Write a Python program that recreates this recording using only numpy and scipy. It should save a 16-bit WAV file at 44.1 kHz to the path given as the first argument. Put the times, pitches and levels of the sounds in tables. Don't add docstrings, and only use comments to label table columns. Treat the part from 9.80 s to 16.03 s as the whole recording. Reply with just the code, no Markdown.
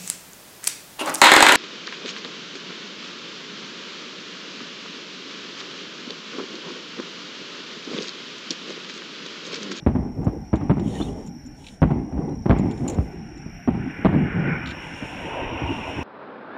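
import sys
import numpy as np
from scipy import signal
from scipy.fft import rfft, irfft, next_fast_len
from scipy.io import wavfile
from scipy.ndimage import uniform_filter1d, map_coordinates

SR = 44100
rng = np.random.default_rng(int(sys.argv[2]) if len(sys.argv) > 2 else 0)


def makeup_ratio(level_db):
    decades = np.asarray(level_db, float) / 20
    return 10 ** decades


def digitize_waveform(pressure):
    field = np.atleast_2d(pressure).T
    bounded = np.clip(field, -1, 1)
    quanta = np.round(bounded * 32767).astype(np.int16)
    wavfile.write(sys.argv[1], SR, quanta)


N = 274915

# start in seconds, peak in dB, blast length in ms, deep thump in dB,
# delay of the facing wall in seconds.
SHELLS = [
    (0.0641, -4, 1.63, -10.5, 0.088),
    (0.7307, -8.5, 0.79, -10, 0.08),
    (0.8965, -4.5, 1.02, -13, 0.074),
    (2.0191, -1, 1.1, 1, 0.087),
    (2.6958, 1.3, 0.61, 1.5, .069),
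    (3.8759, -9.5, 1.08, -29, 0.07),
    (4.2484, 1.3, 0.81, -16.5, 0.08),
]
# start in
# seconds, peak in dB, blast length in ms, deep thump in dB, scatter t60 in seconds.
POPS = [(0.023, -38, 2.9, -44, 0.15), (.4685, -14, 2.25, -13.5, 0.074), (1.202, -16.5, 0.66, -32, 0.14),
        (2.325, -25, 0.44, -41, 0.063), (2.658, -13.5, 0.96, -23, 0.14), (3.1861, -13, 1.1, -5.5, .03),
        (3.66, -33, 0.96, -49, 0.21), (5.224, -25, 0.81, -55, 0.19), (5.818, -25, 0.91, -29, 0.039),
        (5.834, -32, 1.4, -16.5, .05), (5.971, -31.5, 1.4, -41, .25), (6.171, -39, 1.2, -26.5, 0.19)]


def unit(x):
    return x / np.sqrt(np.mean(x ** 2) + 1e-20)


def level_curve(rows, outside=None):
    seconds, level_db = np.transpose(rows)
    return np.interp(np.arange(N) / SR, seconds, level_db, outside, outside)


def wobble(rate):
    coarse = np.arange(0, N + 32, 32)
    knots = rng.standard_normal(int(N * rate / SR) + 4)
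    return np.interp(np.arange(N), coarse, map_coordinates(knots, [coarse * rate / SR]))


def filtered(x, response):
    m = next_fast_len(len(x) + 8192)
    return irfft(rfft(x, m) * response(np.fft.rfftfreq(m, 1 / SR)), m)[:len(x)]


def resonance(f, hz, width):
    return 1j * f * width / (hz * hz - f * f + 1j * f * width + 1e-9)


def rush(spectrum, lumps_db, rate, spiky=0., patchy_db=5.5):
    hz_knots, db = np.transpose(spectrum)
    grains = rng.standard_normal(N) * np.exp(spiky * rng.standard_normal(N))
    bins = signal.stft(grains, nperseg=1024)[2]
    patches = uniform_filter1d(rng.standard_normal(bins.shape), size=2, axis=0)
    patches = uniform_filter1d(patches, size=6, axis=1)
    hail = signal.istft(bins * makeup_ratio(patchy_db * unit(patches)), nperseg=1024)[1][:N]
    noise = filtered(hail, lambda f: makeup_ratio(np.interp(np.log(f + 1), np.log(hz_knots + 1), db)))
    return unit(noise * makeup_ratio(lumps_db * wobble(rate)))


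def bouts(rows, rest_db, top):
    gain = np.full(3 * N, makeup_ratio(rest_db))
    for s, length, db in rows:
        phase = np.linspace(0, np.pi, round(length * SR))
        gain[round(s * SR):][:len(phase)] += makeup_ratio(db) * np.abs(np.sin(phase)) ** top
    return gain[:N]


def night_air():
    # frequency in Hz, density in dB per Hz.
    air_spectrum = [(15, -15.5), (25, 25), (234, -15), (512, -16.5), (831, -9), (1150, -38), (4670, -41),
                    (5640, -56.5), (15700, -71)]
    return makeup_ratio(-33.5) * rush(air_spectrum, lumps_db=1., rate=4)


def lens_motor():
    # start in seconds, length in seconds, level in dB.
    motor_runs = [
        (2.3, 1.4, -91),
        (4.9, 1.9, -84),
    ]
    steps = np.zeros(N)
    clock = np.arange(SR // 200, N, SR // 100)
    steps[clock] = (rng.random(len(clock)) < .6) * .6 + (np.arange(len(clock)) % 4 == 0)
    ringing = filtered(steps, lambda f: resonance(f, 15100, 1500) ** 2)
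    return bouts(motor_runs, -110, top=.4) * unit(ringing)


def cricket_chorus():
    # time in seconds, level in dB.
    chorus_level = [(0.0, -59.5), (1.0, -56), (2.3, -57.5), (3.1, -55), (4.5, -60), (5.0, -52),
                    (5.3, -54.5), (6.23, -53.5)]
    # carrier in Hz, wing pulses per second, level in dB.
    singers = [(5460, 210, -12.5), (5430, 29, -2), (5490, 49, -3.5), (5670, 29, -2), (5730, 31, -3)]
    duck_db, duck_s = -8, .12
    t = np.arange(N) / SR
    trills = np.zeros(N)
    for hz, rate, db in singers:
        swell = makeup_ratio(db + np.clip(4.2 * wobble(3.8), -9, 5))
        pulses = 0.2 + np.sin(2 * np.pi * (rate * t + 0.12 * wobble(23)))
        carrier = np.sin(2 * np.pi * np.cumsum(hz + 25 * wobble(60)) / SR)
        trills += swell * pulses * carrier
    blur = filtered(rng.standard_normal(N),
                    lambda f: resonance(f, 5508, 410) ** 3 + resonance(f, 5700, 240) ** 3)
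    duck = sum((t > s) * np.exp(-np.abs(t - s) / duck_s) for s, *_ in SHELLS)
    return makeup_ratio(level_curve(chorus_level) + duck_db * duck) * unit(unit(trills) + 0.45 * unit(blur))


def near_cricket():
    stroke = (np.arange(N) / SR - .0025) * 38.5 % 1 / 38.5
    swell = np.sin(np.pi * np.clip(stroke / .012, 0, 1)) ** 2
    sweep = swell * np.sin(2 * np.pi * (9400 * stroke - 42000 * stroke ** 2))
    return makeup_ratio(-77.5 - 2 + 1.5 * wobble(6)) * unit(sweep)


def katydid():
    # start in seconds, length in seconds, level in dB.
    song_bouts = [(.27, .45, -81), (1.33, .5, -80), (2.5, .5, -85), (3.1, .28, -79), (3.66, .25, -79),
                  (4.05, .4, -81), (4.72, .4, -81), (5.2, .35, -80), (5.5, .9, -84)]
    teeth = 2 * np.pi * np.cumsum(333.5 + 1.1 * wobble(2.5)) / SR
    harmonics = sum(np.cos(k * teeth) for k in range(30, 43))
    rasp = filtered(harmonics, lambda f: resonance(f, 12000, 1200) ** 2)
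    hiss = filtered(rng.standard_normal(N), lambda f: resonance(f, 12100, 1700) ** 2)
    return bouts(song_bouts, -83.5, top=.8) * unit(unit(rasp) + .8 * unit(hiss))


def sleeve_rub():
    # start in seconds, length in seconds, rub in dB, low rub over it in dB.
    strokes = [
        (0.994, 0.37, -56.5, 5),
        (1.256, 0.27, -71, 4),
        (1.74, .26, -63.5, 4),
        (2.74, 0.65, -69.5, 0),
        (4.79, 1, -64.5, 9),
        (5.695, 0.7, -66.5, 11.5),
    ]
    # frequency in Hz, density in dB per Hz; the same for the low rub.
    cloth_spectrum = [(3470, -12), (5900, -21.5), (6120, -9), (6840, -6), (8190, -15), (8890, -10),
                      (9410, -12), (9880, -13.5), (10900, -30.5), (12100, -22.5), (13400, -31.5),
                      (15000, -34), (15700, -34)]
    low_cloth_spectrum = [(1820, -30.5), (3100, 4), (3770, -5), (5020, -20.5), (5200, -13.5), (6760, -47.5),
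                          (11400, -120)]
    rest_db, rest_low_db, sharpness = -77, -86.5, 1.5
    high_gain = bouts([(s, length, db + 5) for s, length, db, _ in strokes], rest_db + 5, sharpness)
    low_gain = bouts([(s, length, db + low_db) for s, length, db, low_db in strokes], rest_low_db, sharpness)
    rub = high_gain * rush(cloth_spectrum, lumps_db=-1.0, rate=27, spiky=.3, patchy_db=1.2)
    return rub + low_gain * rush(low_cloth_spectrum, lumps_db=0.0, rate=30, spiky=0.3, patchy_db=3.)


def camera_ticks():
    # start in seconds, peak in dB, low mode in dB.
    tick_rows = [(0.4444, -50.5, -9), (0.7566, -47.5, 0), (0.9956, -53.5, 7), (1.0794, -47, -2.5),
                 (1.1524, -52, 9), (1.2234, -54.5, 9), (1.4643, -48, -24), (1.474, -48.5, -8),
                 (1.662, -49.5, -15), (1.843, -67, 18), (1.8664, -49, 10), (1.8837, -55, 13.5),
                 (2.4882, -59, -2), (2.78, -51, -14), (2.7871, -44, -5), (2.911, -45.5, 1.2),
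                 (2.9756, -55.5, 4), (3.0792, -33.5, -6.5), (3.097, -29, -15), (3.1443, -47, -4),
                 (3.5743, -53.5, -3.5), (4.8594, -56, 18), (4.8726, -52, 17.5), (4.8887, -50, 12),
                 (4.905, -47.5, 8), (4.9107, -54, 16)]
    # start in seconds, peak in dB, low mode in dB, t60 in seconds, drag in seconds.
    scrapes = [
        (3.076, -35.5, -25, 0.055, 0.0063),
        (3.123, -51.5, -3, 0.061, 0.014),
    ]
    # mode frequency in Hz, width in Hz, level in dB.
    shell_modes = [(7100, 240, -1.5), (6870, 1300, -7), (8870, 370, -16), (12100, 1500, -29)]
    tick_s, contact_s = 0.052, 0.00072
    high, low, t = np.zeros(N + SR), np.zeros(N + SR), np.arange(SR // 8) / SR
    for s, db, low_db, t60, drag in [(*row, tick_s, contact_s) for row in tick_rows] + scrapes:
        snap = rng.standard_normal((2, len(t))) * makeup_ratio(db - 60 * np.maximum(t - drag, 0) / t60)
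        high[round(s * SR):][:len(t)] += snap[0]
        low[round(s * SR):][:len(t)] += snap[1] * makeup_ratio(low_db)
    ringing = filtered(high[:N], lambda f: sum(makeup_ratio(db) * resonance(f, hz, width) ** 2
                                               for hz, width, db in shell_modes))
    knock = filtered(low[:N], lambda f: resonance(f, 3810, 1500) ** 2 - 1.4 * resonance(f, 2500, 890) ** 2)
    return makeup_ratio(15) * ringing + makeup_ratio(9.0) * knock


def seam_squeaks():
    # start in seconds, length in seconds, frequency in Hz, level in dB.
    slips = [(1.045, 0.1, 3090, -58), (1.07, .04, 3750, -53), (1.137, 0.05, 1860, -45),
             (1.14, 0.038, 3750, -52), (1.17, 0.055, 2960, -44), (1.203, 0.017, 3250, -45),
             (1.208, 0.03, 3530, -40), (1.16, 0.028, 2410, -54), (1.218, .055, 3700, -47),
             (1.096, 0.057, 4360, -55), (1.216, 0.021, 4170, -43), (1.272, .035, 2900, -51),
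             (1.365, 0.087, 1840, -60)]
    squeak = np.zeros(N)
    for s, length, hz, db in slips:
        ring = unit(filtered(rng.standard_normal(SR // 8), lambda f: resonance(f, hz, 110) ** 2))
        ring = ring[-round(length * SR):]
        squeak[round(s * SR):][:len(ring)] += makeup_ratio(db) * np.hanning(len(ring)) * ring
    return squeak


def cars():
    # time in seconds, level in dB; one table for each car.
    first_pass = [(2.9, -58), (3.5, -58.5), (3.9, -53.5), (4.11, -40.5), (4.4, -38.5), (4.74, -32),
                  (5.03, -44.5), (5.3, -46), (6.23, -48.5)]
    second_pass = [(3.0, -69), (3.6, -60.5), (4.3, -48.5), (4.8, -44.5), (5.15, -44), (5.3, -42.5),
                   (5.55, -39), (5.85, -38.5), (6.23, -40)]
    # frequency in Hz, density in dB per Hz; for drone, hiss and roar.
    tread_spectrum = [(620, -12.5), (1050, -6.5), (1260, -5), (1480, 7), (1700, 1.5), (2170, 1), (2400, 3),
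                      (3120, -47.5), (5280, -120)]
    tyre_spectrum = [(1120, -33), (1900, -2.5), (2810, 8), (3180, -4.5), (3630, -13), (4700, -44),
                     (4990, -57.5), (5200, -36), (6760, -53.5), (11400, -120)]
    roar_spectrum = [(210, -27), (350, -8), (397, -8), (507, -3.5), (795, -5.5), (901, 1), (1700, -31),
                     (2210, -51), (3740, -120)]
    traffic_db, traffic_hiss_db = -63, -71
    roar_grows, roar_db, drum_db, drone_db = 2.26, -32, -30, -14
    first_db, second_db = level_curve(first_pass, -120), level_curve(second_pass, -120)
    drone_gain = makeup_ratio(first_db) + makeup_ratio(second_db + drone_db) + makeup_ratio(traffic_db)
    drone = drone_gain * rush(tread_spectrum, lumps_db=.8, rate=18, spiky=.4, patchy_db=2.3)
    hiss_gain = makeup_ratio(second_db) + makeup_ratio(traffic_hiss_db)
    hiss = hiss_gain * rush(tyre_spectrum, lumps_db=.8, rate=18, spiky=.4, patchy_db=2.6)
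    low = makeup_ratio(roar_db) * rush(roar_spectrum, lumps_db=1.5, rate=25, spiky=.4, patchy_db=2.2)
    bumps = rng.standard_normal(N) * makeup_ratio(4 * wobble(22))
    drumming = filtered(bumps, lambda f: resonance(f, 277, 100) ** 2 + 0.98 * resonance(f, 85, 90) ** 2)
    low += makeup_ratio(drum_db) * unit(drumming)
    roar = makeup_ratio(roar_grows * (second_db - second_db.max())) * low
    surges = makeup_ratio(.9 * np.array([wobble(6), wobble(6), wobble(7)]))
    return surges[0] * drone + surges[1] * hiss + surges[2] * roar


def blasts(rows, over_db, rise, boom_hz, width_hz, top_hz, walls_db, sizzle_db, crack_db):
    # delay in seconds, level in dB.
    near_walls = [(.0072, -12.5), (.0095, -18), (0.018, -15.5), (0.0191, -5.5)]
    (out, deep, fizz, crack), t = np.zeros((4, N + SR)), np.arange(SR // 2) / SR
    for s, db, t60, ms, direct, thump_db in rows:
        here = slice(round(s * SR), round(s * SR) + len(t))
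        sparse = rng.standard_normal(len(t)) * (rng.random(len(t)) < .02)
        paths = sparse * 0.69 * makeup_ratio(-60 * t / t60) * (1 - np.exp(-t / rise))
        paths[0] = direct
        for delay, wall_db in near_walls:
            paths[round(delay * SR)] += direct * makeup_ratio(wall_db + walls_db + 0.51 * db)
        u = t[:2048] / (ms / 1000)
        wave = -(1 - u) * np.exp(-u)
        out[here] += makeup_ratio(db + over_db) * signal.fftconvolve(paths, wave)[:len(t)]
        swing = 56 * t + .55 * (1 - np.exp(-t / .014))
        deep[here] += makeup_ratio(thump_db - 60 * t / .17) * np.sin(2 * np.pi * swing)
        fizz[here] += makeup_ratio(db + sizzle_db - 60 * t / 0.21) * rng.standard_normal(len(t))
        crack[here] += direct * makeup_ratio(db + crack_db - 60 * t / 0.16) * rng.standard_normal(len(t))

    def far(f):
        air_loss = 1 / (1 + 1j * f / top_hz) ** 2
        return resonance(f, boom_hz, width_hz) * air_loss * (1 - 0.73 * resonance(f, 491, 280))

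    boom = filtered(out[:N], far) + deep[:N]
    boom += filtered(crack[:N], lambda f: resonance(f, 1000, 1300) ** 3)
    return boom + filtered(fizz[:N], lambda f: resonance(f, 2300, 1100) ** 2)


def rolling(near_db, near_s, hill_db, valley_db, valley_s, per_ms_db):
    hill_s, hill_rise_s, hill_fall_s, roll_rise_s = 0.42, 0.097, 0.081, 0.08
    power = np.zeros(N + 3 * SR)
    t = np.arange(3 * SR) / SR
    hill_width = np.where(t < hill_s, hill_rise_s, hill_fall_s)
    hill = makeup_ratio(2 * hill_db) * np.exp(-((t - hill_s) / hill_width) ** 2)
    decay = makeup_ratio(-120 * t / near_s) + makeup_ratio(2 * valley_db - 120 * t / valley_s)
    shape = decay * (1 - np.exp(-(t / roll_rise_s) ** 2))
    bursts = [(s, db, ms, 1) for s, db, ms, *_ in SHELLS]
    bursts += [(s, thump_db - 11.5, ms, 0) for s, _, ms, thump_db, _ in POPS]
    for s, db, ms, high in bursts:
        level_db = near_db + 0.53 * db + per_ms_db * (ms - 1)
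        power[round(s * SR):][:len(t)] += makeup_ratio(2 * level_db) * (shape + high * hill)
    return np.sqrt(power[:N])


def town_roll():
    # near level in dB, near t60 in seconds, hill over near in dB, valley over near in dB,
    # valley t60 in seconds.
    roll_layers = [
        (-15.5, 0.8, -13.5, -17, 3.95),
        (-21.5, 1, -5.5, -7.5, 3.98),
        (-30, 1, -6.5, -6.5, 2.2),
        (-40, .8, -20.5, -22.5, 0.75),
        (-40, 0.2, 8, -2, 1.3),
    ]
    layer_per_ms = [4.5, -1.5, -1.5, -14, -1.5]
    # frequency in Hz, density in dB per Hz; for the first three layers.
    rumble_spectrum = [(13, -56), (22, -20.5), (35, 3), (76, 2.5), (129, -8), (195, -8.5), (260, -4.5),
                       (340, -36), (570, -120)]
    body_spectrum = [(94, -13), (160, -1.5), (237, -8), (265, -7), (405, -18), (560, -46.5), (730, -52),
                     (1230, -120)]
    slap_spectrum = [(240, 4), (400, -6), (482, -3), (607, -11.5), (788, 4.5), (896, -2.5), (1350, -20.5),
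                     (1600, -25.5), (2080, -16.5), (3520, -120)]
    gains = [rolling(*row, per_ms_db) for row, per_ms_db in zip(roll_layers, layer_per_ms)]
    rumble, body, slap, edge, slope = gains
    lumps = makeup_ratio(1.2 * wobble(14))
    roll = rumble * rush(rumble_spectrum, lumps_db=7.0, rate=11, patchy_db=0.0)
    roll += body * rush(body_spectrum, lumps_db=0.0, rate=50, patchy_db=6.0)
    roll += slap * rush(slap_spectrum, lumps_db=.8, rate=30, spiky=.3, patchy_db=1.8)
    roll += edge * filtered(rng.standard_normal(N), lambda f: 2.7 * resonance(f, 2100, 1300) ** 3)
    uneven = rng.standard_normal(N) * makeup_ratio(1.92 * wobble(25))
    roll += slope * filtered(uneven, lambda f: 7 * resonance(f, 401, 300) ** 3)
    return unit(lumps) * roll


def fireworks():
    # delay in seconds, level under the shell in dB,
    # scatter t60 in seconds, length in ms, direct share 0-1.
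    echoes = [
        (.1, -7.5, 0.19, 2.6, 1),
        (0.163, -13.5, 0.25, 2.9, 1),
        (0.305, -13.5, 0.17, 3.6, .2),
        (.35, -6, 0.21, 0.3, 0),
    ]
    near = [(s, db, 0.12, ms, 0.68, thump_db) for s, db, ms, thump_db, _ in SHELLS]
    near += [(s + wall, db - 9.5, 0.062, 0.95 * ms, 0.64, db - 25.5)
             for s, db, ms, _, wall in SHELLS]
    near += [(s, db, t60, ms, 1.02, thump_db) for s, db, ms, thump_db, t60 in POPS]
    late = [(s + delay, db + loss_db, t60, ms, direct, db - 42.5)
            for s, db, *_ in SHELLS for delay, loss_db, t60, ms, direct in echoes]
    hits = blasts(near, over_db=14.5, rise=0.0021, boom_hz=171, width_hz=301, top_hz=1660,
                  walls_db=-0.5, sizzle_db=-28.5, crack_db=-17.5)
    hits += blasts(late, over_db=12, rise=0.019, boom_hz=260, width_hz=238, top_hz=700,
                   walls_db=-24, sizzle_db=-38, crack_db=-25.5)
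    return hits + town_roll()


def scene():
    insects = cricket_chorus() + near_cricket() + katydid()
    sleeve = sleeve_rub() + camera_ticks() + seam_squeaks()
    town = night_air() + lens_motor() + insects + sleeve + cars() + fireworks()
    return filtered(town, lambda f: (1j * f / (40 + 1j * f)) ** 4 * (1 - 0.2 * resonance(f, 4540, 550)))[None]


def roll_off(x):
    return signal.sosfilt(signal.butter(12, 16610, fs=SR, output="sos"), x)


def record(dry):
    flat = dry[0] / (1 + np.abs(dry[0] / .35) ** 8) ** (1 / 8)
    cut = filtered(flat - dry[0], lambda f: 1 / (1 + (f / 4500) ** 6))
    heard = filtered(dry[0] + cut, lambda f: np.where(f < 15760, 1, 3e-3))
    return roll_off(heard[None])


dry = scene()
out = record(dry)
digitize_waveform(out)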